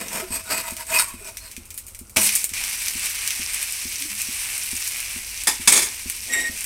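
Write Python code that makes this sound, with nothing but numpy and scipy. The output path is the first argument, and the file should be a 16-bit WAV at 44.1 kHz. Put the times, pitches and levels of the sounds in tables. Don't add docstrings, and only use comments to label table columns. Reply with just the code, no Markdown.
import sys
import numpy as np
from scipy import signal
from scipy.fft import rfft, irfft
from scipy.io import wavfile

SR = 44100
rng = np.random.default_rng(int(sys.argv[2]) if len(sys.argv) > 2 else 0)


def wav_out(sig):
    wavfile.write(sys.argv[1], SR, np.round(np.clip(np.atleast_2d(sig).T, -1, 1) * 32767).astype(np.int16))


def how_loud(loudness_db):
    steps = np.asarray(loudness_db, float) / 20
    return 10 ** steps


N = 293265
TIME_S = np.arange(N) / SR

# frequency_hz, density_db (per Hz)
RUMBLE_SPECTRUM = [(65, -29), (110, 1.5), (150, -18), (242, -4), (325, -8.5), (537, -9), (666, -13.5),
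                   (1440, -10.5), (1710, -33), (1900, -31), (2470, -64), (4180, -120)]
# centre_hz, width_hz, level_db (rms)
HOUSE_SWELLS = [(25.5, 6.8, -57), (48, 8.7, -53.5), (80, 19, -55.5), (205, 11, -66.5)]
RUMBLE_DB = -59

# start_s, drive_db (relative)
POUNDS = [(0.305, -35), (0.721, -37.5), (1.14, -38.5), (1.578, -39.5), (2.012, -41), (2.515, -45.5),
          (2.954, -38.5), (3.395, -38), (3.853, -37), (4.286, -38.5), (4.73, -36), (5.161, -38.5),
          (5.597, -37.5), (6.058, -37), (6.495, -37)]
# pitch_hz, gain_db, t60_s
WALL_MODES = [(244, 0.5, 0.069), (80, -5.5, 0.16), (341.3, -15, 0.27), (205, -18, 0.35)]

# start_s, level_db, pitch_hz, swell_s, t60_s
LOW_BUMPS = [(0.223, -23.5, 371, 0.011, 0.14), (1.21, -34.5, 403, 0.0068, 0.094),
             (1.25, -42, 395, .01, 0.21), (1.25, -44, 630, 0.013, .25), (2.169, -29, 210, .01, 0.44),
             (2.168, -29, 80, .004, 0.1), (2.17, -21, 643, 0.0017, 0.14),
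             (2.358, -30, 403, 0.00051, 0.0081), (2.4414, -23, 450, 0.00027, 0.0064),
             (4.002, -38.5, 279, 0.012, 0.35), (4.053, -31, 297, 0.0024, 0.078),
             (4.099, -40, 205, 0.018, 0.36)]

# time_s, squeak_db, overtone_db, rub_db
DRAG_CURVE = [(6.269, -85, -54, -54), (6.304, -30, -53, -44.5), (6.338, -26.5, -27, -44),
              (6.386, -22.5, -39, -38.5), (6.414, -26.5, -35.5, -43), (6.488, -28.5, -42, -48.5),
              (6.496, -34, -63, -53), (6.56, -58, -65, -55)]
# multiple, level_db (against overtone_db)
SQUEAK_OVERTONES = [(2, -4.5), (3, -4), (4, 1), (5, -5), (6, -10), (7, -10)]
# frequency_hz, density_db (per Hz)
RUB_SPECTRUM = [(88, -41), (150, -21), (247, -1), (325, -3.5), (661, -5), (963, -17), (1700, -28),
                (2210, -40), (3740, -120)]
SQUEAK_HZ, SQUEAK_START_HZ, SQUEAK_SETTLE_S = 1877, 35, 0.0297
OVERTONE_FADE_DB_PER_S = 12

# start_s, rattle_db, fall_db_per_s, click_db
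SPATULA_BLOWS = [(5.471, -12, 424, 1.5), (5.675, -4.5, 520, 12), (5.721, -11.5, 300, 0.0),
                 (5.758, -22, 300, -10), (5.775, -21.5, 300, 2), (5.82, -25.5, 280, -4)]
# pitch_hz, width_hz, edge_db (edge touches first), flat_db (falls flat)
SPATULA_MODES = [(357, 92, -14, -20), (864, 96, 0, -6), (1840, 95, 1, -8), (2350, 63, -6, -24),
                 (3520, 90, -4, -7.5), (5070, 110, 5, -2), (6540, 110, -20, -7), (6490, 84, -10, 3),
                 (6700, 27, -14, -8), (7280, 38, 5, -1), (8060, 97, -3, 1.5), (8050, 45, -10, -1),
                 (8500, 69, -3, -1), (9100, 63, -17, -9), (9360, 110, -12, -5), (10270, 64, 3, -30),
                 (10200, 67, -5, -19), (11270, 150, 2.5, -4.5), (12700, 100, -2, -17), (12700, 60, -18, -4)]
# frequency_hz, density_db (per Hz)
COUNTER_SPECTRUM = [(88, -46), (150, -17.5), (361, -5), (504, -10), (888, -8.5), (1630, -14), (2270, 2),
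                    (2810, -10), (3490, -6.5), (8400, -2.5), (16000, -14.5)]
RATTLE_RISE_S, RATTLE_TAIL_DB, TAIL_FALL_DB_PER_S = 0.0012, -15.5, 140

# frequency_hz, density_db (per Hz)
SLAP_SPECTRUM = [(47, -44), (80, -1), (216, -1.5), (551, -3.5), (636, -9), (746, -9), (912, -1.5),
                 (2500, -15), (3250, -24), (5500, -120)]
SLAP_S, SLAP_DB, SLAP_HOLD_S, SLAP_FALL_DB_PER_S = 2.162, -27, 0.012, 194

# start_s, strength_db (relative), deep_db (lower band against treble)
CLEAR_SPITS = [(0.0832, -19.5, 2.5), (0.4385, -29, -8), (0.1312, -15.5, 0), (0.7081, -16.5, -10),
               (0.767, -16.5, 0.5), (0.8678, -26, -6), (1.0834, -23, -15), (1.2456, -28, -2),
               (1.2733, -25, 1), (1.3705, -15.5, -0.5), (1.5138, -26.5, 0), (1.5656, -21, 0),
               (1.6545, -32, -6), (1.7047, -20, -2), (1.7425, -26, -10), (1.7774, -11.5, -10),
               (1.8665, -26, -12), (1.882, -30, -6), (1.9477, -25, -2.5), (1.9906, -22, -11),
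               (2.0964, -28.5, -8), (2.1699, 6, 0), (2.2168, -5, -12), (2.232, -6, -10), (2.2587, -17, -11),
               (2.292, -11, 7), (2.3531, 0.5, -8), (2.3585, 0, -23), (2.4422, -0.5, -9), (2.4926, -18, -2),
               (2.537, -15.5, 2.5), (2.6386, -10, 1), (2.8831, -8, 1), (2.9942, -15, -2.5),
               (3.2761, -6, 0.5), (3.306, -13.5, 6), (3.545, -10, -10), (3.6283, -6.5, -10),
               (3.7239, -11, -14), (4.0228, -13, 2), (4.2176, -6.5, -12), (4.579, -10, -12),
               (4.7659, -11, -5), (4.8757, -5.5, -14), (5.0028, -10.5, -5), (5.1094, -20, 0),
               (5.4364, -13, -14), (6.099, -7.5, -3), (6.576, -18, -0.5), (6.6079, -13, -5),
               (6.643, -12, -6)]
CRACK_DB, CRACK_T60_S = -3.0, 0.0029
SPRAY_DB, SPRAY_FOLLOWS, SPRAY_T60_S = -21.5, 0.62, 0.12
SMALL_SPITS, SMALL_OVER_FRY_DB, SMALL_SPREAD_DB = 30, 10, 5
SMALL_DEEP_DB, SMALL_DEEP_SPREAD_DB = -8, 6.4

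# centre_hz, width_hz, level_db
CRACKLE_BANDS = [(2520, 590, -1.5), (4180, 3000, -7), (5720, 910, 1), (7900, 700, -6.5), (11300, 2100, 0),
                 (14000, 2300, -4)]
# time_s, level_db (relative), top_db (top octave against the rest)
FRY_CURVE = [(0, -43.5, -1), (1.0, -45.5, 5), (1.54, -50, 3), (2.159, -57, 8), (2.162, -21, -7),
             (2.168, -12.5, -9), (2.195, -25.5, 7), (2.24, -25.5, 9), (2.29, -20.5, 0.5), (2.36, -25.5, 5),
             (2.385, -29, 4), (2.44, -30, 2.5), (2.56, -26.5, 0), (2.77, -26.5, 0), (3.99, -28.5, -0.5),
             (4.8, -27.5, 1), (5.14, -31, 0.5), (5.46, -31.5, -1), (6.65, -33, 0.5)]
# frequency_hz, density_db (per Hz)
FRY_SPECTRUM = [(530, -24.5), (900, -15.5), (1240, -14.5), (1370, -15.5), (1540, -10), (1720, -9),
                (2340, 1), (3320, -8.5), (5820, -4), (6880, -7), (8530, 0.5), (15700, -17)]
# start_s, end_s, change_db
FRY_DIP = (2.45, 2.531, -12.0)

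# peak_s, swell_s, fade_s, peak_db (relative),
# low_ring_db (against peak), dull_rub_db (against peak)
BLADE_STROKES = [(0.016, 0.092, 0.12, -33, -9, -5.5), (0.16, 0.084, 0.15, -27, -2, -8),
                 (0.325, 0.032, 0.11, -28, -6, -13), (0.512, 0.057, .11, -24, 2, -13),
                 (0.588, 0.049, 0.064, -26, -4.5, -14), (0.679, 0.057, 0.07, -28.5, -0.5, -18),
                 (0.81, 0.079, .05, -35.5, -1.5, -20), (0.94, 0.072, .08, -23.5, -1.5, -17),
                 (0.994, 0.096, 0.075, -18, -14, -35), (1.08, 0.067, 0.15, -39, -14, -19),
                 (1.27, 0.14, 0.098, -42, 0.5, -16), (1.45, 0.061, 0.059, -40.5, -7, -28)]
# pitch_hz, width_hz, level_db
GRIDDLE_MODES = [(644, 12, 1.5), (920, 18, -6.5), (1278, 25, -8.5), (1450, 53, -4), (2037, 33, -13),
                 (2420, 46, -4), (2520, 51, -8), (3800, 49, -10), (4670, 540, -8.5), (5350, 61, -5),
                 (7050, 64, -17), (7840, 68, -3.5), (8290, 160, -1), (9000, 72, -7), (9000, 57, -6.5),
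                 (9800, 54, -5.5), (11500, 400, -8)]
# frequency_hz, density_db (per Hz)
RASP_SPECTRUM = [(88, -52), (150, -22), (524, -19), (637, -11.5), (837, -8), (941, 4), (1140, -4.5),
                 (2550, -2), (4000, -15), (8070, -5), (16000, -13)]
# start_s, length_s, pitch_hz, level_db (rms before the swell)
BLADE_SINGS = [(0.48, 0.17, 2520, -44), (0.905, 0.11, 2520, -27), (0.928, 0.14, 1450, -31.5),
               (0.971, 0.031, 5350, -21), (0.977, 0.068, 8300, -30), (.98, 0.044, 8950, -26),
               (0.962, 0.074, 3800, -32.5), (1.033, 0.13, 1104, -45), (1.1, 0.29, 2510, -61),
               (1.358, .16, 4280, -52)]
STROKE_EDGE_DB, STROKE_ROUNDNESS = 22, 1.3
RING_DB = -0.5


def rms_one(x):
    return x / np.sqrt(np.mean(x ** 2) + 1e-20)


def in_time(rows):
    s, *columns = np.transpose(rows)
    return [np.interp(TIME_S, s, column) for column in columns]


def colour(x, points):
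    hz, db = np.transpose(points)
    grid_hz = np.maximum(np.arange(4097) * SR / 8192, 1)
    gain_db = np.interp(np.log(grid_hz), np.log(hz), db)
    cepstrum = irfft(np.log(how_loud(gain_db)))
    cepstrum[1:4096] *= 2
    cepstrum[4097:] = 0
    impulse = irfft(np.exp(rfft(cepstrum)))
    return signal.fftconvolve(x, impulse)[:N]


def drift(rate_hz):
    r = np.exp(-40 * np.pi * rate_hz / SR)
    white = rng.standard_normal(N // 20 + 3002)
    slow = signal.lfilter([1], [1, -2 * r, r * r], white)[3000:]
    return np.interp(np.arange(N) / 20, np.arange(len(slow)), rms_one(slow - slow.mean()))


def resonance(x, hz, width_hz):
    r = np.exp(-np.pi * width_hz / SR)
    poles = [1, -2 * r * np.cos(2 * np.pi * hz / SR), r * r]
    return signal.lfilter([(1 - r * r) / 2, 0, (r * r - 1) / 2], poles, x + 1e-18)


def ring(clicks, hz, t60_s):
    r = how_loud(-60 / (t60_s * SR))
    w = 2 * np.pi * hz / SR
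    return signal.lfilter([0, np.sin(w)], [1, -2 * r * np.cos(w), r * r], clicks + 1e-18)


def grains(per_s, spread_db):
    excess = np.minimum(rng.exponential(1, N), 5)
    sizes = how_loud(spread_db * excess) * rng.choice([-1, 1], N)
    return rms_one(sizes * (rng.random(N) < per_s / SR))


def body(x, modes, wander_db):
    total = 0
    for k, (hz, width_hz, db) in enumerate(modes):
        drive = (-1) ** k * how_loud(db + wander_db * drift(5.5))
        total = total + drive * resonance(x, hz, width_hz) / np.sqrt(width_hz)
    return total


def rumble():
    white = rng.standard_normal((2, N))
    out = how_loud(RUMBLE_DB) * rms_one(colour(white[0], RUMBLE_SPECTRUM))
    for hz, width_hz, db in HOUSE_SWELLS:
        narrow = resonance(white[1], hz, width_hz)
        out += how_loud(db) * rms_one(resonance(narrow, hz, 2 * width_hz))
    return out


def pounding():
    clicks = np.zeros(N)
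    for s, db in POUNDS:
        clicks[round(s * SR)] = -how_loud(db + 5.0)
    soft = signal.sosfilt(signal.butter(4, 420, fs=SR, output="sos"), clicks)
    return sum(how_loud(db) * ring(soft, hz, t60_s) for hz, db, t60_s in WALL_MODES)


def kitchen(x, t60_s=0.19):
    t = np.arange(round(0.5 * SR)) / SR
    tail = rng.standard_normal(len(t)) * how_loud(-60 * t / t60_s) * (t > 0.004)
    tail = signal.lfilter([1, 0.6], [1], tail)
    return signal.fftconvolve(x, tail / np.sqrt(np.sum(tail ** 2)))[:N]


def bumps():
    out = np.zeros(N)
    t = np.arange(SR) / SR
    for s, db, hz, swell_s, t60_s in LOW_BUMPS:
        i = round(s * SR)
        envelope = (1 - np.exp(-t / swell_s)) * how_loud(db - 60 * t / t60_s)
        tone = np.sin(2 * np.pi * (hz * t + rng.random()))
        out[i:i + SR] += (envelope * tone)[:N - i]
    return out


def drag():
    start_s, end_s = DRAG_CURVE[0][0], DRAG_CURVE[-1][0]
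    before = [(start_s - 0.03, -100, -100, -100)]
    after = [(end_s + 0.04, -100, -100, -100)]
    squeak_db, overtone_db, rub_db = in_time(before + list(DRAG_CURVE) + after)
    settling = np.exp(-np.maximum(TIME_S - start_s, 0) / SQUEAK_SETTLE_S)
    hz = SQUEAK_HZ + SQUEAK_START_HZ * settling
    phase = 2 * np.pi * np.cumsum(hz + 7 * drift(60)) / SR
    tone = np.sqrt(2) * how_loud(1.5 * drift(70)) * np.sin(phase)
    fading_db = OVERTONE_FADE_DB_PER_S * np.clip(TIME_S - DRAG_CURVE[2][0], 0, 1)
    overtones = np.zeros(N)
    for k, db in SQUEAK_OVERTONES:
        level = how_loud(db - k * fading_db + 4.5 * drift(60))
        overtones += np.sqrt(2) * level * np.sin(k * phase + 0.6 * drift(150))
    grit = grains(5000, spread_db=2.5)
    side = how_loud(2.5) * rms_one(resonance(grit, 2130, 220)) + how_loud(1.5) * rms_one(resonance(grit, 7970, 80))
    rub = rms_one(colour(grit, RUB_SPECTRUM))
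    return how_loud(squeak_db) * tone + how_loud(overtone_db) * (overtones + side) + how_loud(rub_db) * rub


def clatter():
    rattle, clicks = np.zeros(N), np.zeros(N)
    for s, db, fall_db_per_s, click_db in SPATULA_BLOWS:
        i = round(s * SR)
        t = np.arange(N - i) / SR
        decay = how_loud(-fall_db_per_s * t) + how_loud(RATTLE_TAIL_DB - TAIL_FALL_DB_PER_S * t)
        rattle[i:] += (1 - np.exp(-t / RATTLE_RISE_S)) * how_loud(db) * decay
        clicks[i] = how_loud(click_db)
    contact = rattle * grains(8000, spread_db=2.8) + clicks
    flat = TIME_S > 5.62
    modes = np.zeros(N)
    for k, (hz, width_hz, edge_db, flat_db) in enumerate(SPATULA_MODES):
        drive = how_loud(np.where(flat, flat_db + 3.3 * drift(29), edge_db)) * contact
        modes += (-1) ** k * resonance(drive, hz, width_hz) / np.sqrt(width_hz)
    return how_loud(28.0) * modes + how_loud(5.0) * colour(contact, COUNTER_SPECTRUM)


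def slap():
    t = TIME_S - SLAP_S
    burst = (t > 0) * how_loud(SLAP_DB - SLAP_FALL_DB_PER_S * np.maximum(t - SLAP_HOLD_S, 0))
    return burst * rms_one(colour(grains(6000, spread_db=1.0), SLAP_SPECTRUM))


def spits():
    bright, deep, noise = np.zeros(N), np.zeros(N), rng.standard_normal(N)
    t = np.arange(round(0.2 * SR)) / SR
    when_s = rng.random(SMALL_SPITS) * N / SR
    fry_db = in_time(FRY_CURVE)[0][(when_s * SR).astype(int)]
    small_db = fry_db + SMALL_OVER_FRY_DB + SMALL_SPREAD_DB * rng.standard_normal(SMALL_SPITS)
    small_deep_db = SMALL_DEEP_DB + SMALL_DEEP_SPREAD_DB * rng.standard_normal(SMALL_SPITS)
    for s, db, deep_db in list(CLEAR_SPITS) + list(zip(when_s, small_db, small_deep_db)):
        i = min(round(s * SR), N - 1)
        piece = noise[i:i + len(t)]
        crack = how_loud(db + CRACK_DB - 60 * t / CRACK_T60_S)[:N - i] * np.sign(piece)
        spray = how_loud(SPRAY_DB + SPRAY_FOLLOWS * db - 60 * t / SPRAY_T60_S)[:N - i] * piece
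        bright[i:i + len(t)] += crack + spray
        deep[i:i + len(t)] += how_loud(deep_db) * (crack + spray)
    bright = signal.sosfilt(signal.butter(2, [5000, 14500], "band", fs=SR, output="sos"), bright)
    deep = signal.sosfilt(signal.butter(3, [1900, 6500], "band", fs=SR, output="sos"), deep)
    bright += how_loud(3.0) * resonance(bright, 8570, 1070)
    deep += how_loud(-3) * resonance(deep, 2400, 380) + how_loud(8.0) * resonance(deep, 5960, 610)
    return bright + deep


def crackle():
    clicks = grains(1200 * how_loud(4.0 * drift(25)), spread_db=3.0)
    dealt = rng.integers(0, len(CRACKLE_BANDS), N)
    total = np.zeros(N)
    for k, (hz, width_hz, db) in enumerate(CRACKLE_BANDS):
        total += how_loud(db) * rms_one(resonance(clicks * (dealt == k), hz, width_hz))
    return rms_one(total)


def frying():
    fry_db, top_db = in_time(FRY_CURVE)
    dip_start_s, dip_end_s, change_db = FRY_DIP
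    dip_db, = in_time([(dip_start_s - 0.01, 0), (dip_start_s + 0.005, change_db),
                       (dip_end_s, change_db), (dip_end_s + 0.005, 0)])
    hiss = how_loud(-0.5 + 2.8 * drift(13.6)) * rng.standard_normal(N)
    fizz = how_loud(0.5) * grains(7000 * how_loud(2.5 * drift(30)), spread_db=4.0)
    sound = rms_one(colour(hiss + fizz, FRY_SPECTRUM)) + how_loud(-5.5) * crackle()
    deep = signal.sosfilt(signal.butter(2, 4000, fs=SR, output="sos"), sound)
    below_top = signal.sosfilt(signal.butter(2, 9500, fs=SR, output="sos"), sound)
    mix = how_loud(1.6 * drift(1.7)) * deep
    mix += how_loud(0.63 * drift(4.9)) * (below_top - deep)
    mix += how_loud(top_db) * (sound - below_top)
    return how_loud(fry_db + dip_db - 2.5) * mix


def strokes():
    peak_s, swell_s, fade_s, db, low_db, dull_db = np.transpose(BLADE_STROKES)[:, :, None]
    coarse = np.arange(0, N, 32)
    t = coarse / SR - peak_s
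    distance = np.where(t < 0, -t / swell_s, t / fade_s)
    shape_db = db - STROKE_EDGE_DB * distance ** STROKE_ROUNDNESS
    gains = []
    for part_db in (0, low_db, dull_db):
        power = np.sum(how_loud(np.maximum(shape_db + part_db, -200)) ** 2, axis=0)
        gains.append(np.interp(np.arange(N), coarse, np.sqrt(power)))
    return gains


def scrape():
    bright_gain, low_gain, dull_gain = strokes()
    grit = grains(6000 * how_loud(5.0 * drift(40)), spread_db=3.5)
    rasp = rms_one(colour(grit, RASP_SPECTRUM))
    high = rms_one(body(grit, [m for m in GRIDDLE_MODES if m[0] > 1700], wander_db=4.0))
    low = rms_one(body(grit, [m for m in GRIDDLE_MODES if m[0] < 1700], wander_db=2.5))
    dull = resonance(grit, 212, 40) + how_loud(-1.5) * resonance(grit, 292, 74) + how_loud(-1) * resonance(grit, 470, 180)
    out = how_loud(-2.0) * bright_gain * (rasp + how_loud(RING_DB) * high)
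    out += how_loud(-4.5) * low_gain * low
    out += how_loud(-1.0) * dull_gain * rms_one(dull)
    for s, length_s, hz, db in BLADE_SINGS:
        swell = np.sin(np.pi * np.clip((TIME_S - s) / length_s, 0, 1))
        out += how_loud(db) * rms_one(resonance(grit, hz, 8 + hz / 130)) * swell
    return out


def scene():
    stove = scrape() + frying() + slap() + spits() + clatter() + drag() + bumps()
    return (stove + how_loud(-14.5) * kitchen(stove) + pounding() + rumble())[None]


def band_limit(x):
    return signal.sosfilt(signal.butter(12, 16390, fs=SR, output="sos"), x)


def record(dry):
    rounded = 1.24 * np.tanh(dry / 1.149)
    finished = signal.sosfilt(signal.cheby2(10, 50, 16700, fs=SR, output="sos"), rounded)
    return band_limit(finished)


dry = scene()
out = record(dry)
wav_out(out)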